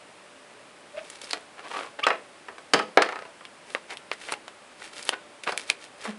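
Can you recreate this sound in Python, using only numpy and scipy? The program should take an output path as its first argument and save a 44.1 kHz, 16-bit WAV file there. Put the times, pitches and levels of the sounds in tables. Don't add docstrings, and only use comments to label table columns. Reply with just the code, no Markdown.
import sys
import numpy as np
from scipy import signal
from scipy.fft import rfft, irfft
from scipy.io import wavfile
from scipy.ndimage import uniform_filter1d

SR = 44100
rng = np.random.default_rng(int(sys.argv[2]) if len(sys.argv) > 2 else 0)


def output_pcm(signal):
    pcm = np.clip(np.atleast_2d(signal).T, -1, 1) * 32767
    wavfile.write(sys.argv[1], SR, np.round(pcm).astype(np.int16))


N = 272846

# (frequency [Hz], relative level [dB])
RUSH_COLOUR = [(18, -65), (30, -33.5), (161, -12.5), (191, -12), (245, -8.5), (422, -7), (477, -8.5),
               (582, -4.5), (626, -7.5), (1130, -9), (2560, -13), (2900, -14.5), (4090, -19), (7980, -20.5),
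               (11000, -27), (14300, -84), (22000, -120)]
# (frequency [Hz], fading time [s])
ROOM_FADING = [(200, 0.34), (550, 0.31), (1400, 0.19), (3700, 0.29), (10000, 0.26)]
# (fastest moment [s], build-up [s], release [s], level [dB])
PAPER_STROKES = [(1.06, 0.19, 0.24, -46.5), (1.30, 0.22, 0.18, -42.5), (3.73, 0.12, 0.087, -43.5),
                 (3.91, 0.036, 0.061, -40), (4.135, .03, 0.046, -43), (4.225, 0.079, .1, -43),
                 (4.33, .13, 0.023, -36.5), (4.845, 0.087, 0.079, -38.5), (4.991, 0.11, .09, -38),
                 (5.085, 0.059, 0.041, -36), (5.441, 0.011, 0.023, -37), (5.485, 0.034, 0.096, -37),
                 (5.612, 0.072, 0.082, -39.5), (5.702, 0.044, 0.048, -34), (5.84, 0.08, .07, -44.5),
                 (6.049, 0.085, 0.11, -38)]
# (frequency [Hz], relative level [dB])
PAPER_COLOUR = [(150, -13), (400, 1), (1000, -3.5), (2200, 1), (4500, -1.5), (7000, -2), (10000, -6.5)]
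# (time [s], level [dB], pitch [Hz], treble slope [dB per octave], bass slope [dB per octave])
SNAP_EVENTS = [(1.1007, -34, 7200, -1, -0.5), (1.216, -36.5, 4500, 4, 8), (1.2427, -36.5, 4970, 6, 16),
               (1.3095, -27.5, 4420, 11, 3.5), (1.3323, -21, 4230, 9.5, 0.5), (3.4523, -38, 3100, 11.5, 2),
               (3.7494, -20.5, 1140, 8, 0), (3.9054, -35.5, 2220, 11, 4), (3.9716, -35, 3000, 4.5, 2),
               (4.1154, -22.5, 2010, 13, 3), (4.3225, -24, 1320, 2.5, -2), (4.339, -31, 2900, 6, 1),
               (4.4805, -35, 2980, 8.5, -1.5), (4.8213, -37, 1990, 19, 1), (5.0274, -32.5, 5100, -4, -2),
               (5.052, -32.5, 5100, -2.5, 7), (5.092, -14.5, 3020, 3.5, -0.5), (5.4360, -33, 2170, 5, 11),
               (5.5767, -20.5, 2320, 1, 4.5), (5.7007, -14, 2470, 6.5, 12)]
# (middle [s], length [s], level [dB], start pitch [Hz], end pitch [Hz])
SQUEAK_EVENTS = [(0.955, 0.022, -40, 580, 624), (0.981, 0.011, -29.5, 596, 643),
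                 (2.041, 0.014, -26, 1153, 1265), (2.039, 0.0082, -20, 2295, 3445),
                 (6.097, 0.022, -30, 220, 211)]
# (middle [s], length [s], level [dB], resonance [Hz])
SCRAPE_EVENTS = [(0.987, 0.021, -39, 2540), (1.595, 0.029, -41.5, 1570), (1.997, 0.01, -29.5, 1310),
                 (2.047, 0.016, -36, 3000), (3.921, 0.029, -37, 2150), (4.295, 0.024, -34.5, 2110),
                 (4.33, 0.015, -31.5, 900), (5.136, 0.015, -28, 1510), (5.475, 0.01, -24, 1480),
                 (5.491, 0.015, -24.5, 1140), (5.707, 0.017, -34, 2280), (6.076, 0.073, -41.5, 1750)]
# (time [s], level [dB], brightest [Hz], bass cut [Hz], level of the sharp crack [dB])
KNOCK_EVENTS = [(1.3318, -28, 2140, 354, -7.5), (2.0666, -14, 1550, 445, -10), (2.085, -37, 1300, 400, 6),
                (2.1023, -19.5, 1750, 504, -24), (2.1290, -36, 900, 420, -13),
                (2.4845, -34.5, 1130, 338, -16), (2.5816, -40, 980, 400, -6.5),
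                (2.7353, -16, 1220, 240, 4.5), (2.7440, -15, 600, 190, -27),
                (2.7913, -21, 1350, 300, -10.5), (2.9724, -8.5, 1130, 414, -22),
                (3.0208, -16.5, 1650, 1160, -4), (3.4081, -44, 1600, 800, -21),
                (5.521, -29.5, 1300, 278, -2), (6.0520, -30.5, 980, 398, -14)]
# (frequency [Hz], relative level [dB])
TABLE_MODES = [(208, 5), (268, -6), (378, -13), (435, 4), (506, 6.5), (658, 4), (745, 2.5), (818, -29),
               (1179, -3.5), (1290, 3.5), (1420, -20), (1560, -39), (1755, 2), (2090, -17)]
# (frequency [Hz], relative level [dB])
CRACK_COLOUR = [(200, -21), (900, -2), (2200, 0), (3800, 1.5), (5200, 3), (7000, -2), (10000, -12.5)]
# (frequency [Hz], fading time [s])
CLATTER_FADING = [(300, 0.073), (1200, 0.073), (3000, 0.03), (10000, 0.022)]

RUSH_DB = -50
EDGE_HZ = 11200
TAPE_HISS_DB, TAPE_HISS_S, PRESS_S = -42.5, 0.1, 1.772
STROKE_CURVE = 1.64
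SHIVER_EVEN_DB, SHIVER_SLOPE = -24, 0.88
ROLL_START_S, ROLL_GAP_S, ROLL_LAG_S, ROLL_SETTLE = 1.657, .0205, .0395, .19
PRESS_DB, PRESS_DB_PER_S, LIFT_DB_PER_S = -28, 102, 129
SLIP_SHARE, ROLL_HZ = 0.55, 1140
ROCK_START_S, ROCK_GAP_S, ROCK_SHRINK = 3.0885, .0348, .968
ROCK_DB, ROCK_STEP_DB = -28, -2.5
ROCK_HZ, ROCK_LOW_HZ, ROCK_CRACK_DB = 1410, 470, -12


def amp(db):
    return 10 ** (np.asarray(db) / 20)


def evened(x):
    return x / np.sqrt(np.mean(x ** 2) + 1e-20)


def struck(x):
    return x / np.sqrt(np.mean(x[:SR // 200] ** 2) + 1e-20)


def read(points, hz):
    f, value = np.transpose(points)
    return np.interp(np.log(hz + 1), np.log(f), value)


def add(mix, s, sound):
    part = mix[max(round(s * SR), 0):][:len(sound)]
    part += sound[:len(part)]


def bins(size):
    return np.fft.rfftfreq(size, 1 / SR) + 1


def hill(f, hz, bass_db, treble_db):
    octaves = np.log2(f / hz)
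    return np.minimum(bass_db * octaves, -treble_db * octaves)


def peak(f, hz, height_db, width):
    return height_db / (1 + ((f - hz) / (width * hz)) ** 2)


def low_cut(f, hz):
    return -10 * np.log10(1 + (hz / f) ** 6)


def noise(db, size):
    phase = np.exp(2j * np.pi * rng.random(len(db)))
    return evened(irfft(amp(db) * phase, size))


def click(db):
    log_gain = np.log(amp(np.maximum(db - db.max(), -70)))
    circle = np.concatenate([log_gain, log_gain[-2:0:-1]])
    return np.fft.ifft(np.exp(np.conj(signal.hilbert(circle)))).real


def dying(x, fading):
    hz, t, z = signal.stft(x, SR, nperseg=128)
    faded = z * amp(-60 * t / read(fading, hz)[:, None])
    return signal.istft(faded, SR, nperseg=128)[1][:len(x)]


def grains(size, per_s, spread_db):
    strength = amp(spread_db * np.minimum(rng.exponential(1, size), 4))
    chosen = rng.random(size) < per_s / SR
    return rng.standard_normal(size) * strength * chosen


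def rush(hum_hz=590, hum_width_hz=12, hum_db=-64):
    f = bins(N)
    hum = noise(-20 * np.log10(1 + ((f - hum_hz) / hum_width_hz) ** 2), N)
    return amp(RUSH_DB) * noise(read(RUSH_COLOUR, f), N) + amp(hum_db) * hum


def room(x, size=22050):
    t, f = np.arange(size) / SR, bins(size)
    colour = hill(f, hz=2480, bass_db=-1, treble_db=3.5)
    taps = irfft(rfft(grains(size, per_s=4000, spread_db=3.5)) * amp(colour))
    tail = dying(taps, ROOM_FADING) * (1 - np.exp(-(t / 0.0044) ** 2))
    return signal.fftconvolve(x, tail / np.linalg.norm(tail))[:N]


def sliding_level(t):
    level = amp(TAPE_HISS_DB) * np.exp(-((t - PRESS_S) / TAPE_HISS_S) ** 2)
    for s, build, release, db in PAPER_STROKES:
        stroke = np.interp(t, [s - build, s, s + release], [0, 1, 0])
        level = level + amp(db) * stroke ** STROKE_CURVE
    return level


def slides():
    level = sliding_level(np.arange(N) / SR)
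    friction, f = rng.standard_normal(N), bins(N)
    for hz in np.geomspace(1500, 9500, num=8):
        colour = hill(f, hz, bass_db=2, treble_db=7.0)
        crinkles = rfft(grains(N, per_s=170, spread_db=3.0)) * amp(colour)
        friction = friction + amp(-9.5) * evened(irfft(crinkles, N))
    catch_db = 2.2 * evened(uniform_filter1d(rng.standard_normal(N), size=350))
    bounce = 1 + 0.26 * np.exp(-2j * np.pi * f * .0022)
    spectrum = rfft(friction * amp(catch_db)) * amp(read(PAPER_COLOUR, f)) * bounce
    return level * evened(irfft(spectrum, N))


def snaps(size=4096):
    out, f, t = np.zeros(N), bins(size), np.arange(size) / SR
    for s, db, hz, treble_db, bass_db in SNAP_EVENTS:
        shiver_db = SHIVER_SLOPE * (SHIVER_EVEN_DB - db)
        colour = hill(f, hz, bass_db, treble_db) + hill(f, 3.2 * hz, 0, treble_db)
        push = click(colour + peak(f, hz, height_db=7.0, width=0.093) + low_cut(f, hz=360))
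        fade = amp(-15.0) * np.exp(-t / 0.0013) + amp(-30.5) * np.exp(-t / 0.015)
        shiver = amp(shiver_db) * rng.standard_normal(size) * fade
        shiver[0] = 1
        add(out, s, amp(db) * struck(signal.fftconvolve(push, shiver)[:size]))
    return out


def squeaks(size=8192, flutter=0.36):
    out, t = np.zeros(N), (np.arange(size) - size / 2) / SR
    for s, length, db, start_hz, end_hz in SQUEAK_EVENTS:
        hz = np.interp(t, [-length / 2, length / 2], [start_hz, end_hz])
        wobbles = uniform_filter1d(rng.standard_normal((2, size)), size=40)
        jitter, grip = (evened(row) for row in wobbles)
        rough = hz / hz.clip(2500)
        phase = 2 * np.pi * np.cumsum(hz * (1 + .035 * rough * jitter)) / SR
        overtone = amp(-17) * np.sin(2 * phase)
        tone = evened(np.sin(phase) * (1 + flutter * rough * grip) + overtone)
        add(out, s + t[0], amp(db) * tone * np.exp(-2 * (t / length) ** 2))
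    return out


def rolling(count=9):
    gaps = ROLL_GAP_S + ROLL_LAG_S * ROLL_SETTLE ** np.arange(count)
    times = ROLL_START_S + np.cumsum(gaps) - gaps
    before_db, after_db = PRESS_DB_PER_S * (times - PRESS_S), LIFT_DB_PER_S * (PRESS_S - times)
    levels = PRESS_DB + np.minimum(before_db, after_db)
    return [(s, SLIP_SHARE * gap, db, ROLL_HZ) for s, gap, db in zip(times, gaps, levels)]


def scrapes(size=8192):
    out, f, t = np.zeros(N), bins(size), (np.arange(size) - size / 2) / SR
    for s, length, db, hz in SCRAPE_EVENTS + rolling():
        colour = hill(f, hz, bass_db=0.0, treble_db=4) + hill(f, hz=2770, bass_db=-1, treble_db=10)
        colour = colour + low_cut(f, hz=413) + peak(f, hz, height_db=6, width=0.07)
        grit = evened(irfft(rfft(grains(size, per_s=4200, spread_db=3.5)) * amp(colour)))
        swell = np.exp(-2 * (t / length) ** 2)
        slip = grit * swell
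        add(out, s + t[0], amp(db) * slip * np.linalg.norm(swell) / np.linalg.norm(slip))
    return out


def rocking(count=6):
    k = np.arange(count)
    gaps = ROCK_GAP_S * ROCK_SHRINK ** k
    times = ROCK_START_S + np.cumsum(gaps) - gaps
    levels = ROCK_DB + ROCK_STEP_DB * k
    return [(s, db, ROCK_HZ, ROCK_LOW_HZ, ROCK_CRACK_DB) for s, db in zip(times, levels)]


def knocks(size=16384, ring_t60=0.17, ring_db=-15):
    out, f, t = np.zeros(N), bins(size), np.arange(size) / SR
    mode_hz, mode_db = np.transpose(TABLE_MODES)[:, :, None]
    for s, db, hz, low_hz, crack_db in KNOCK_EVENTS + rocking():
        colour = hill(f, hz, bass_db=0.5, treble_db=5) + hill(f, hz=2380, bass_db=1, treble_db=11.5)
        colour = colour + low_cut(f, low_hz)
        chatter = amp(2.6 * evened(uniform_filter1d(rng.standard_normal(size), size=130)))
        clatter = dying(noise(colour, size) * chatter, CLATTER_FADING)
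        clatter *= 1.4 * np.sqrt(SR / 200) / np.linalg.norm(clatter)
        crack = struck(noise(read(CRACK_COLOUR, f), size) * np.exp(-t / 0.0043))
        detune = 1 + .012 * rng.uniform(-1, 1, mode_hz.shape)
        sway = np.sin(2 * np.pi * (mode_hz * detune * t + rng.random(mode_hz.shape)))
        fade_db = -60 * t / ring_t60
        ring = (sway * amp(mode_db + np.interp(mode_hz, f, colour) + fade_db)).sum(0)
        contact = 1 - np.exp(-t / 0.00032)
        blow = clatter + amp(crack_db) * crack + amp(ring_db) * ring
        add(out, s, amp(db) * contact * blow)
    return signal.sosfilt(signal.butter(4, 175, "highpass", fs=SR, output="sos"), out)


def scene():
    paper, rasp, table = snaps() + slides(), scrapes() + squeaks(), knocks()
    wet = room(amp(-11.0) * table + amp(-25.0) * paper + amp(-14.5) * rasp)
    return (table + paper + rasp + wet + rush())[None]


def record(dry):
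    # (frequency [Hz], gain [dB])
    colour = [(4000, -0.5), (5100, -1.5), (5800, -4.0), (7000, -4.5), (9300, 0.5), (11000, -2)]
    ceiling = .92
    coloured = irfft(rfft(dry) * amp(read(colour, bins(N))), N)
    heard = np.clip(coloured, -ceiling, ceiling)
    band_limit = signal.firwin(401, EDGE_HZ, window=("kaiser", 7), fs=SR)
    return signal.oaconvolve(heard, band_limit[None], "same")


dry = scene()
out = record(dry)
output_pcm(out)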